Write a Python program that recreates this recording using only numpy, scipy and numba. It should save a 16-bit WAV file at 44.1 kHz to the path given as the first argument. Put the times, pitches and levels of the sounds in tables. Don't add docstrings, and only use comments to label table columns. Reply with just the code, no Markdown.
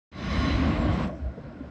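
import sys
import numpy as np
from scipy import signal
from scipy.io import wavfile
from scipy.ndimage import uniform_filter1d
from numba import njit

SR = 44100
rng = np.random.default_rng(int(sys.argv[2]) if len(sys.argv) > 2 else 0)


def master_out(mix):
    frames = np.transpose(np.atleast_2d(mix))
    ceiling = np.clip(frames, -1, 1)
    pcm = np.round(ceiling * 32767).astype(np.int16)
    wavfile.write(sys.argv[1], SR, pcm)


def how_loud(loudness_db):
    steps = np.asarray(loudness_db, float) / 20
    return 10 ** steps


N = 74970
T = np.arange(N) / SR
START_S = 0.1148
TILT_HZ = 960

# pitch in Hz, strength in dB per Hz.
HALL_COLOUR = [(110, 5), (268, -0.5), (400, -10.5), (600, -5), (900, -22), (1600, -19), (5500, -42),
               (14000, -69)]
# pitch in Hz, width in Hz, level in dB.
HALL_RINGS = [(245.5, 73, -6.5), (1045, 194, -18.5), (1427, 95, -19), (5140, 500, -38), (7600, 64, -47.5),
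              (7800, 530, -46)]
# start in seconds, peak level in dB, pitch in Hz.
STEP_EVENTS = [
    (1.337, -34, 275),
    (1.607, -18.5, 266),
]
# time in seconds, level in dB.
TICK_EVENTS = [(1.0745, -57), (1.0775, -58), (1.0835, -61), (1.112, -64), (1.1335, -63), (1.1535, -61)]
# time in seconds, pitch in Hz, level in dB, length in seconds.
GROAN_EVENTS = [(0.166, 207, -36.5, 0.0051), (0.412, 233, -35.5, 0.059), (0.497, 260.6, -32, 0.023),
                (0.623, 263, -24, 0.021), (0.692, 211, -27, 0.017), (0.868, 195, -30.5, 0.026),
                (1.038, 205, -40, 0.0092), (0.36, 1090, -39.5, 0.037), (1.008, 1016, -38.5, 0.02),
                (1.105, 600, -40, 0.034), (1.267, 631, -47, 0.03), (1.339, 680, -46, 0.0045),
                (1.338, 254, -43, 0.013), (1.408, 240, -44, 0.0092), (1.495, 237, -45.5, 0.015),
                (1.381, 490, -42.5, 0.014), (1.463, 524, -48, 0.024), (1.515, 600, -52, .012),
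                (1.571, 200, -43, .025), (1.65, 600, -50, 0.012)]
# pitch in Hz, width in Hz, level in dB.
MOUTH_MODES = [(55, 20, -9), (69.5, 14.3, 5), (94.5, 36, -5.5)]
# time in seconds, level in dB, length in seconds.
PRESSURE_SWELLS = [(0.165, -47, 0.027), (0.305, -32.5, 0.048), (0.409, -26, 0.044), (0.551, -24.5, 0.033),
                   (0.662, -26.5, 0.055), (0.783, -30, .04), (0.899, -24.5, 0.045), (1.045, -32, 0.025),
                   (1.146, -41.5, 0.026), (1.263, -27, 0.03), (1.46, -43, .03), (1.64, -45.5, 0.054)]
# time in seconds, level in dB, brightness in dB per octave above TILT_HZ.
TRAIN_COURSE = [(.115, -75, 11), (.125, -53.5, 1.5), (.18, -43.5, 2.5), (.26, -39.5, 3), (.33, -36, 3.5),
                (.45, -34, 3), (.60, -33.5, 2), (.80, -33.5, -0.5), (.98, -32.5, -1), (1.04, -33.5, -0.5),
                (1.075, -39, -2), (1.115, -46.5, -4.5), (1.19, -60.5, -4.5), (1.25, -70, 1.5)]
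# pitch in Hz, strength in dB per Hz.
ROAR_COLOUR = [(110, 5.5), (263, -5), (455, -16.5), (900, -16.5), (2080, -17), (4500, -30), (8200, -57.5),
               (14000, -76)]
# pitch in Hz, width in Hz, level in dB.
LINING_MODES = [(176.5, 53, 0.5), (250, 65, -2.5), (301.2, 51.4, -4), (600, 204, -5.5)]
# pitch in Hz, width in Hz, level in dB.
WHEEL_MODES = [(1095, 80, 1.5), (1430, 60, -5), (1800, 45, -7), (2070, 220, -8), (2990, 100, -12),
               (3540, 140, -18), (3990, 140, -12), (5040, 200, -19), (6080, 190, -26), (7230, 120, -40),
               (8280, 150, -41)]
# start in seconds, pitch in Hz, width in Hz, level in dB against the train.
RIM_SONG = [
    (.655, 7500, 70, -45),
    (.655, 7680, 320, -39),
    (.90, 10080, 170, -46.5),
    (.88, 5600, 1200, -31),
]


def level(x):
    return x / np.sqrt(np.mean(x ** 2))


@njit
def svf(x, hz, width):
    y, band, low = np.empty(len(x)), 0., 0.
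    g, k = np.tan(np.pi * hz / SR), width / hz
    for i in range(len(x)):
        v = (band + g * (x[i] - low)) / (1 + g * (g + k))
        band, low, y[i] = 2 * v - band, low + 2 * g * v, k * v
    return y


def ring(hz, width_hz):
    once = svf(rng.standard_normal(N), 1. * hz, 1.44 * width_hz)
    return level(svf(once, 1. * hz, 1.44 * width_hz))


def walk(rate):
    hold = int(SR / rate)
    held = np.repeat(rng.standard_normal(N // hold + 1), hold)
    return 1.33 * uniform_filter1d(uniform_filter1d(held, hold), hold)[:N]


def bump(t, length_s):
    return np.exp(-.5 * ((T - t) / length_s) ** 2)


def even(x):
    return x / np.sqrt(uniform_filter1d(x ** 2, size=2600))


def wash(colour, swell_db, flicker_db, tilt=0.):
    hz_points, db_points = np.transpose(colour)
    swell = swell_db * walk(10.3)
    out = 0
    for hz in 125 * 2 ** np.arange(0, 6.8, 1 / 3):
        db = np.interp(np.log(hz), np.log(hz_points), db_points)
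        db = db + 10 * np.log10(hz / 125)
        db = db + swell + flicker_db * walk(18)
        octaves = max(np.log2(hz / TILT_HZ), 0)
        out = out + how_loud(db + tilt * octaves) * ring(hz, hz / 5)
    return level(out)


def hall():
    rise_s, start_db = 0.19, -6.5
    hum = wash(HALL_COLOUR, swell_db=0.4, flicker_db=1.9)
    rings = sum(how_loud(db + 0.7 * walk(12.3)) * ring(hz, width) for hz, width, db in HALL_RINGS)
    rise_db = start_db * np.clip(1 - (T - START_S) / rise_s, 0, 1)
    return how_loud(-44 + rise_db) * (hum + rings)


def steps():
    attack_s, t60_s = 0.0028, 0.037
    out = 0
    for t, db, hz in STEP_EVENTS:
        since = np.maximum(T - t, 0)
        attack = 1 - np.exp(-since / attack_s)
        decay = np.exp(-np.log(1000) * since / t60_s)
        out = out + how_loud(db) * np.sin(2 * np.pi * hz * since) * attack * decay
    return out


def ticks():
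    puffs = sum(how_loud(db) * bump(t, 0.001) for t, db in TICK_EVENTS)
    return puffs * np.tanh(2 * ring(5450, 900))


def groans():
    out = 0
    for t, hz, db, length_s in GROAN_EVENTS:
        width_hz = min(0.14 * hz, 150)
        out = out + how_loud(db) * bump(t, length_s) * even(ring(hz, width_hz))
    return out


def boom():
    bed = how_loud(-58.5)
    push = bed + sum(how_loud(db) * bump(t, length_s) for t, db, length_s in PRESSURE_SWELLS)
    return push * even(sum(how_loud(db) * ring(hz, width) for hz, width, db in MOUTH_MODES))


def lining():
    return sum(how_loud(db + 1.6 * walk(14.16)) * ring(hz, width) for hz, width, db in LINING_MODES)


def wheels(tilt):
    fade_from_s, fade_db_per_s = 0.34, -11.5
    fade_db = fade_db_per_s * np.maximum(T - fade_from_s, 0)
    peak_db = 3 * bump(0.44, 0.05)
    out = 0
    for hz, width, db in WHEEL_MODES:
        octaves = max(np.log2(hz / TILT_HZ), 0)
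        move_db = (tilt + fade_db) * octaves + 1.5 * walk(30.36) + peak_db
        width_db = 10 * np.log10(width / 70)
        out = out + how_loud(-9.5 + db + width_db + move_db) * ring(hz, width)
    return out


def rim_song():
    rise_s = 0.03
    out = 0
    for t, hz, width, db in RIM_SONG:
        rise = np.clip((T - t) / rise_s, 0, 1)
        out = out + rise * how_loud(db + 4.9 * walk(25)) * ring(hz, width)
    return out


def train():
    gone_db, gone_after_s = -80.5, 0.12
    lining_lag_s, song_lag_s = 0.021, 0.043
    time, db, brightness = np.transpose(TRAIN_COURSE)
    tilt = np.interp(T, time, brightness)
    gain_db = np.interp(T, np.append(time, time[-1] + gone_after_s), np.append(db, gone_db))
    roar = how_loud(2) * wash(ROAR_COLOUR, swell_db=0.5, flicker_db=1.55, tilt=tilt)
    late_lining = how_loud(np.interp(T - lining_lag_s, T, gain_db)) * lining()
    ringing = wheels(tilt)
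    late_song = how_loud(np.interp(T - song_lag_s, T, gain_db)) * rim_song()
    air = how_loud(-43) * ring(12500, 8400)
    return how_loud(gain_db) * (roar + ringing + air) + late_lining + late_song


def scene():
    return (train() + boom() + groans() + hall() + ticks() + steps())[None, :]


def top_cut(x):
    return signal.sosfilt(signal.butter(12, 14160, fs=SR, output="sos"), x)


def record(dry):
    edge_hz, shelf_db, open_s = 7800, -5.5, 0.004
    low = signal.sosfiltfilt(signal.butter(8, edge_hz, fs=SR, output="sos"), dry)
    mic = low + how_loud(shelf_db) * (dry - low)
    mix = mic * np.clip((T - START_S) / open_s, 0, 1)
    return top_cut(mix)


dry = scene()
out = record(dry)
master_out(out)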